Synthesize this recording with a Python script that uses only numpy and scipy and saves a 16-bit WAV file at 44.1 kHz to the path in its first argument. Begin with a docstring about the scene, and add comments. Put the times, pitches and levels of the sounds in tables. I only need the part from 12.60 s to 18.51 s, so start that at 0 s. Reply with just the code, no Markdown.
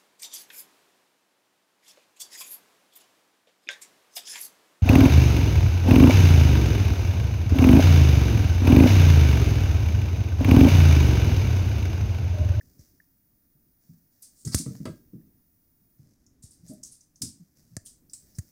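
"""In a small bedroom, a kitten leaps at a tassel toy on a wand and lands on a laminate floor.
Paws ring the board modes over dull thuds; claws skid and ring only the higher modes.
Plastic strands slap, shiver and slide as grains of coloured noise, and the room answers briefly.
The hand-held camera adds dry knocks and ticks of its case, handling rumble, hiss and a thin whine;
for about two seconds the whine and the treble of the hiss drop."""
import sys
import numpy as np
from scipy import signal
from scipy.io import wavfile
from scipy.ndimage import uniform_filter1d

SR = 44100
rng = np.random.default_rng(int(sys.argv[2]) if len(sys.argv) > 2 else 0)


def bounce(signal):
    """Save signal as a 16-bit WAV file at the path given by the first command-line argument."""
    frames = np.transpose(np.atleast_2d(signal))
    limited = np.clip(frames, -1, 1)
    pcm = np.round(limited * 32767).astype(np.int16)
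    wavfile.write(sys.argv[1], SR, pcm)


N = 260631  # length in samples

# Ringing modes of the floor boards: mode_hz, strength_db (before each contact's own weighting), t60_s
FLOOR_MODES = [(123, -2, 0.16), (158, 3, 0.045), (208.4, -9.5, 0.22), (260.9, -6, 0.12),
               (319.4, -7.5, 0.15), (448, -10, 0.064), (511, -17, 0.044), (627, -11, 0.1),
               (750, -30.5, 0.068), (860, -24, 0.011), (1320, -5, 0.16), (1210, -4, 0.12),
               (1530, -12.5, .07), (1590, -14, 0.31), (1980, -7.5, 0.066), (2240, -8, .08)]


def amp(db):
    """Decibels to gain."""
    return 10 ** (np.asarray(db) / 20)


def unit(x):
    """Scales to rms 1."""
    return x / np.sqrt(np.mean(x ** 2) + 1e-24)


def read(points, hz):
    """Reads a curve of (hz, value) points on a log-frequency axis."""
    f, value = np.transpose(points)
    return np.interp(np.log(hz + 1), np.log(f + 1), value)


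def add(mix, start_s, sound):
    """Mixes a sound in at a time; one that starts before zero is moved to zero."""
    part = mix[max(round(start_s * SR), 0):][:len(sound)]
    part += sound[:len(part)]


def colour(x, points, bright_hz=7000, bright_db=0, octaves=0.23, size=4096):
    """Filters x causally with unit energy: a spectrum with one extra resonance."""
    hz = abs(np.fft.fftfreq(size, 1 / SR))
    bump = np.exp(-0.5 * (np.log2((hz + 1) / bright_hz) / octaves) ** 2)
    log_gain = np.log(amp(read(points, hz) + bright_db * bump))
    # the Hilbert transform of the log gain gives the minimum phase
    spectrum = np.exp(np.conj(signal.hilbert(log_gain)))
    taps = np.fft.ifft(spectrum).real
    return signal.fftconvolve(x, taps / np.linalg.norm(taps))[:len(x)]


def envelope(t, rise_s, t60_s):
    """Swells smoothly to 1, then dies away by 60 dB per t60."""
    swell = np.sin(np.pi / 2 * np.minimum(t / max(rise_s, 1e-4), 1)) ** 2
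    return swell * amp(-60 * np.maximum(t - rise_s, 0) / t60_s)


def grains(count, per_s, smooth):
    """Tiny snaps of uneven size over smooth friction noise."""
    snaps = rng.standard_normal(count) * (rng.random(count) < per_s / SR)
    return unit(snaps) + smooth * rng.standard_normal(count)


def motion(rows, rise_s, t60_s, rest_db):
    """Gain of a series of movements: each swells, holds for its length and dies away."""
    t = np.arange(N) / SR
    power = amp(rest_db) ** 2
    for start_s, length_s, gain_db in rows:
        swell = np.clip((t - start_s) / rise_s, 0, 1)
        fall_db = 60 * np.maximum(t - start_s - length_s, 0) / t60_s
        power = power + (swell * amp(gain_db - fall_db)) ** 2
    return np.sqrt(power)


def in_room(sound, wet_db, delay_s):
    """Adds room reflections as a noise tail that builds up, each band dying at its own speed."""
    # Decay of the bedroom: band_hz, t60_s
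    room_decay = [(100, 0.25), (300, 0.34), (1000, 0.24), (4000, 0.28), (8000, 0.27), (15000, 0.082)]
    hz, t, bands = signal.stft(rng.standard_normal(len(sound)), SR, nperseg=256)
    decay = amp(-60 * t / read(room_decay, hz)[:, None])
    tail = signal.istft(bands * decay, SR, nperseg=256)[1]
    tail *= np.minimum(np.arange(len(tail)) / SR / delay_s, 1) ** 2
    wet = signal.fftconvolve(sound, tail)[:len(sound)]
    return sound + amp(wet_db) * unit(wet) * np.std(sound)


def footfalls():
    """Every paw contact as (start_s, level_db, pitch_hz, spread): one for a step, two for a landing."""
    # Single paws: start_s, level_db, pitch_hz (strongest), spread_octaves (narrow soft pad, wide hard blow)
    steps = [(0.951, -64, 174, 0.5), (1.295, -49, 195, 0.37), (1.946, -32, 182, 0.71),
             (1.995, -36.5, 235, 0.58), (2.063, -31.5, 208, 0.72), (2.106, -38.5, 185, 0.43),
             (2.203, -36, 155, 0.71), (3.395, -51, 179, 0.482), (4.03, -52.5, 144, 0.38),
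             (4.796, -54, 200, 0.38), (5.115, -56.5, 156, 0.34)]
    # Landings on two paws: start_s, level_db, pitch_hz, spread_octaves (all four of the second paw, save
    # the start), first_paw_extra_db, first_paw_pitch_ratio
    landings = [(1.85, -31, 175, 0.66, -6.5, 1.03), (2.255, -33, 218.5, 1.036, -2, 1.79),
                (2.533, -43, 201.7, 0.51, -1.5, 1.27), (4.096, -45, 240.7, 0.497, 2, 0.91),
                (4.612, -37, 181.5, 0.6, -9.5, 1.22)]
    pair_gap_s = 0.018
    falls = list(steps)
    for start_s, level_db, pitch_hz, spread, first_db, ratio in landings:
        first_spread = spread * ratio ** 0.3  # a higher first paw also strikes harder
        falls.append((start_s, level_db + first_db, pitch_hz * ratio, first_spread))
        falls.append((start_s + pair_gap_s, level_db, pitch_hz, spread))
    return falls


def paws(contact_s=0.0023, dull_t60_s=0.09, dull_share=0.77):
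    """Each footfall rings the boards around its own pitch, over a short dull thud."""
    # ring of the hollow floor near the bed frame: while the kitten is on it, and from elsewhere
    hollow_hz, hollow_db, solid_db = 700, 36.5, 2.5
    hollow_s, hollow_width_s = 4.12, 0.06
    out, t = np.zeros(N), np.arange(SR * 3 // 4) / SR
    hz, db, t60_s = np.transpose(FLOOR_MODES)
    for start_s, level_db, pitch_hz, spread in footfalls():
        on_hollow = np.exp(-((start_s - hollow_s) / hollow_width_s) ** 2)
        spot_db = solid_db + (hollow_db - solid_db) * on_hollow
        rise_s = contact_s / spread ** 2  # a soft pad presses slowly and wakes few modes
        strength_db = db - 20 * np.log10(1 + (np.log2(hz / pitch_hz) / spread) ** 4 / 2)
        strength_db = strength_db + spot_db * np.exp(-(np.log2(hz / hollow_hz) / 0.32) ** 2)
        # every spot of the floor is a little different
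        detune = 1 + 0.022 * rng.uniform(-0.89, 1, len(hz))
        ring = np.zeros(len(t))
        for mode_hz, mode_db, life_s in zip(hz * detune, strength_db, t60_s):
            tone = np.sin(2 * np.pi * (mode_hz * t + rng.random()))
            ring += amp(mode_db) * tone * envelope(t, rise_s, life_s)
        ring /= np.linalg.norm(amp(strength_db))
        # the thud follows the mode strengths and falls away on both sides
        skirt = [(60, strength_db[0] - 10.5), *zip(hz, strength_db), (4000, strength_db[-1] - 5.0), (9000, -85)]
        thud = colour(rng.standard_normal(len(t)) * envelope(t, rise_s, dull_t60_s), skirt)
        blow = ring + dull_share * thud
        blow /= np.std(blow[:SR // 45])  # level is set by the first 22 ms
        add(out, start_s - rise_s / 2, amp(level_db) * in_room(blow, wet_db=-6, delay_s=0.0061))
    return out


def claws(low_hz=530, top_hz=2400, t60_s=0.03, scrape=0.9):
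    """A claw skids briefly and rings only the higher modes of the floor."""
    # Claws striking the boards: start_s, gain_db (before the stroke's own rms), rise_s
    claw_strikes = [(1.851, -66, 0.003), (1.873, -49.5, 0.002), (1.905, -51.5, 0.036),
                    (2.058, -51.5, 0.0044), (2.256, -48, 0.0025)]
    out, t = np.zeros(N), np.arange(SR // 2) / SR
    ring = np.zeros(len(t))
    for hz, db, life_s in FLOOR_MODES:
        if hz > low_hz:
            ring += amp(db - 60 * t / life_s) * np.sin(2 * np.pi * hz * t)
    band = signal.butter(3, [low_hz, top_hz], "band", fs=SR, output="sos")
    for start_s, gain_db, rise_s in claw_strikes:
        stroke = envelope(t, rise_s, t60_s)
        skid = signal.sosfilt(band, grains(len(t), per_s=1500, smooth=0.55) * stroke)
        rung = signal.fftconvolve(skid, ring)[:len(t)]
        clack = unit(unit(rung) + scrape * unit(skid))
        add(out, start_s, amp(gain_db) * np.std(stroke) * in_room(clack, wet_db=-7.5, delay_s=0.0027))
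    return out


def swishes(clump_db=0.5, clump_samples=130):
    """Whipped plastic strands slap, then shiver: fine snaps that come in clumps."""
    # Slaps: start_s, slap_db, rise_s, shiver_db, slap_resonance_hz (gains before each stroke's own rms)
    slaps = [(0.191, -56, 0.0033, -74, 5550), (1.618, -44.5, 0.008, -48.5, 11700),
             (1.72, -65, 0.091, -58, 7200), (1.848, -36, 0.0036, -42, 6600),
             (1.873, -37, 0.0013, -47.5, 5270), (1.907, -37, 0.031, -64, 4660),
             (1.948, -18, 0.00031, -44, 8275), (1.957, -33.5, 0.035, -37, 2250),
             (2.252, -43, 0.0047, -55.5, 4400), (3.664, -56, 0.001, -88, 6100),
             (3.82, -57, 0.0092, -50.5, 7400), (3.905, -53, 0.0055, -56.5, 8500),
             (4.075, -56, 0.0056, -51, 7050), (4.131, -55, 0.003, -70, 12000),
             (4.229, -37, 0.0077, -58, 6600), (4.244, -43.5, 0.0069, -50, 6540),
             (4.308, -49, 0.017, -54, 10100), (4.407, -52, 0.002, -65, 6130),
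             (4.557, -52.5, 0.002, -68, 6030), (4.616, -25.5, 0.0061, -36.5, 5500),
             (5.246, -47.5, 0.017, -48, 9600), (5.255, -57.5, 0.015, -77, 3200),
             (5.496, -52, 0.002, -63.5, 5270), (5.534, -33, 0.00087, -51, 8100),
             (5.748, -55, 0.0063, -61.5, 5450)]
    # Colour of the plastic strands: band_hz, level_db (relative)
    strand_colour = [(300, -27), (1000, -26), (2300, -23.5), (3100, -20), (4000, -10.5), (4900, -3),
                     (6000, -1.5), (7200, -1.5), (9000, 2), (10500, -6), (12500, -11), (15500, -16.5)]
    slap_t60_s, shiver_t60_s, shiver_lag_s = 0.036, 0.22, 0.0089
    shiver_hz, shiver_bright_db = 8500, 2
    firm_db, firm_ring_db, ring_per_db = -33, 10, 0.6  # slaps lighter than firm ring more purely
    out, t = np.zeros(N), np.arange(SR // 2) / SR
    for start_s, slap_db, rise_s, shiver_db, slap_hz in slaps:
        ring_db = firm_ring_db + ring_per_db * (firm_db - slap_db)
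        slap = slap_db, envelope(t, rise_s, slap_t60_s), slap_hz, ring_db
        shiver_stroke = envelope(t, rise_s + shiver_lag_s, shiver_t60_s)
        shiver = shiver_db, shiver_stroke, shiver_hz, shiver_bright_db
        for gain_db, stroke, bright_hz, bright_db in (slap, shiver):
            drift = unit(uniform_filter1d(rng.standard_normal(len(t)), clump_samples))
            snaps = grains(len(t), per_s=2900, smooth=0.93) * stroke * amp(clump_db * drift)
            burst = unit(colour(snaps, strand_colour, bright_hz, bright_db))
            add(out, start_s, amp(gain_db) * np.std(stroke) * in_room(burst, wet_db=-6.0, delay_s=0.0095))
    return out


def rustle():
    """The tassel slides softly over fur and floor: coloured friction grains follow its motion."""
    # Slides: start_s, length_s, gain_db (of the grains)
    slides = [(0, .13, -74.5), (.175, 0.032, -67.5), (1.2, 0.12, -77), (1.5, .3, -76.5), (2.05, 0.12, -63),
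              (3.37, 0.16, -79), (3.92, 0.14, -77), (4.04, 0.016, -67.5), (4.72, 0.16, -80),
              (4.95, 0.03, -69.5), (5.06, 0.14, -78), (5.59, .31, -71)]
    # Colour of the sliding: band_hz, level_db (relative)
    slide_colour = [(300, -18), (600, -1.5), (950, -20), (1800, -10), (3100, -21), (4100, -11), (5000, -2),
                    (5900, -0.5), (7500, -6.5), (9000, -8.5), (15000, -11)]
    friction = colour(grains(N, per_s=510, smooth=1.2), slide_colour)
    return motion(slides, rise_s=0.021, t60_s=0.83, rest_db=-87) * friction


def camera_case(push_t60_s=0.15, give_s=0.002, order=6):
    """Knocks reach the microphone through the case, so they carry almost no room."""
    # Knocks: start_s, thud_peak_db, thud_hz, click_gain_db, rise_s, click_t60_s, rattle_share (0-1),
    # colour_depth (factor), tilt_db_per_octave
    knocks = [(0.064, -52, 69, -84, 0.0057, 0.02, 0.8, 0.7, 3),
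              (0.192, -42, 76, -66.5, 0.0012, 0.023, 0.6, 0.64, -2.5),
              (1.9458, -14, 71, -14.5, 0.00009, 0.0067, 0, 0.36, -0.5),
              (2.15, -60, 110, -50, 0.0031, 0.024, 0.5, 0.3, -3.5),
              (3.837, -41, 80.3, -68, 0.0026, 0.014, 0.3, 0.8, -7),
              (5.167, -29, 94, -28, 0.0005, 0.024, 0.33, 0.99, 0.5),
              (5.784, -24.5, 87.6, -36, 0.0031, 0.031, 1, 0.82, 2.5)]
    # Colour of the case: band_hz, level_db (relative, before each knock's depth and tilt)
    case_colour = [(200, -9.5), (430, -22), (560, -2), (660, 2.5), (880, -25), (1220, -0.5), (1450, -10),
                   (1780, 1.5), (2500, -21.5), (3400, -26.5), (4700, -4.5), (5500, -6), (6400, 1.5),
                   (8800, -2), (15000, -23.5)]
    # Small ticks of the camera: peak_s, peak_db (before the room)
    ticks = [(0.0126, -45), (.403, -46), (2.615, -69.5)]
    tick_hz = 1780
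    out, t = np.zeros(N), np.arange(SR // 3) / SR
    for start_s, thud_db, thud_hz, click_db, rise_s, click_t60_s, rattle, depth, tilt in knocks:
        # a one-sided push on a mount that passes no deep bass swings back in a falling thud
        mount = signal.butter(order, thud_hz, "high", fs=SR, output="sos")
        thud = signal.sosfilt(mount, envelope(t, rise_s + give_s, push_t60_s))
        chatter = rng.standard_normal(len(t)) * envelope(t, rise_s, click_t60_s)
        # one clean snap with the energy of the chatter
        snap = np.linalg.norm(chatter) * (np.arange(len(t)) == round(rise_s * SR))
        share = np.clip(rattle, 0, 1)
        touch = np.sqrt(1 - share) * snap + np.sqrt(share) * chatter
        top_hz = case_colour[-1][0]  # the tilt pivots here
        knock_colour = [(hz, depth * db + tilt * np.log2(hz / top_hz)) for hz, db in case_colour]
        click = in_room(colour(touch, knock_colour), wet_db=-17, delay_s=0.0062)
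        add(out, start_s, amp(thud_db) * thud / abs(thud).max() + amp(click_db) * click)
    lead_s = 0.00235  # a tick swells this long before its peak
    for peak_s, peak_db in ticks:
        tick = np.sin(2 * np.pi * tick_hz * t) * envelope(t, lead_s, 0.015)
        add(out, peak_s - lead_s, amp(peak_db) * in_room(tick, wet_db=-22, delay_s=0.01))
    return out


def background(treble_hz=8500, whine_hz=15000):
    """Room tone, handling rumble, and the hiss and whine of the electronics."""
    # Colour of room tone and hiss: band_hz, level_db (relative)
    quiet_colour = [(25, -5), (60, -6), (120, -8.5), (280, -6), (420, -24.5), (600, -20.5), (900, -25),
                    (1900, -26), (2900, -33.5), (5500, -29), (7600, -29), (11000, -18.5), (14500, -13.5),
                    (15800, -16)]
    # Hand moving the camera and bedding shifting: start_s, length_s, gain_db (before the waver)
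    moves = [(0, 0.36, -65), (1.8, 0.97, -63), (3.36, 0.97, -67), (4.93, 0.92, -65.5)]
    # Colour of the handling rumble: band_hz, level_db (relative)
    rumble_colour = [(20, -1), (70, 4.5), (150, 4), (300, -0.5), (500, -16.5), (900, -30.5), (2000, -34),
                     (4000, -42)]
    drop_s, drop_fade_s, return_s, return_fade_s = 3.37, 0.148, 5.5, 0.06
    t = np.arange(N) / SR
    quiet = amp(-68) * colour(rng.standard_normal(N), quiet_colour)
    high_pass = signal.butter(2, treble_hz, "high", fs=SR, output="sos")
    treble = signal.sosfiltfilt(high_pass, quiet)
    # treble and whine drop together; the treble creeps back up in dB per second before the return
    fade_out, fade_back = (t - drop_s) / drop_fade_s, (return_s - t) / return_fade_s
    dropped = np.clip(np.minimum(fade_out, fade_back), 0, 1)
    treble_db = -1.15 + dropped * (-12.5 + 4.5 * (t - drop_s))
    whine_db = -72 - 33 * dropped  # rms
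    whine = np.sqrt(2) * amp(whine_db) * np.sin(2 * np.pi * whine_hz * t)
    # the grip is never quite still
    waver_db = 2 * unit(uniform_filter1d(rng.standard_normal(N), size=3500))
    handling = motion(moves, rise_s=0.049, t60_s=0.3, rest_db=-71.5) * amp(waver_db)
    rumble = handling * colour(rng.standard_normal(N), rumble_colour)
    return quiet + (amp(treble_db) - 1) * treble + whine + rumble


def scene(lowest_hz=60):
    """Everything at the one microphone; light paws carry no deep bass."""
    high_pass = signal.butter(2, lowest_hz, "high", fs=SR, output="sos")
    steps = signal.sosfilt(high_pass, paws())
    return (steps + claws() + swishes() + rustle() + camera_case() + background())[None]


def record(dry, edge_hz=15900):
    """The recorder's band limit: a steep linear-phase low-pass."""
    low_pass = signal.firwin(255, edge_hz, window=("kaiser", 8), fs=SR)
    return signal.oaconvolve(dry, low_pass[None], "same")


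dry = scene()
out = record(dry)
bounce(out)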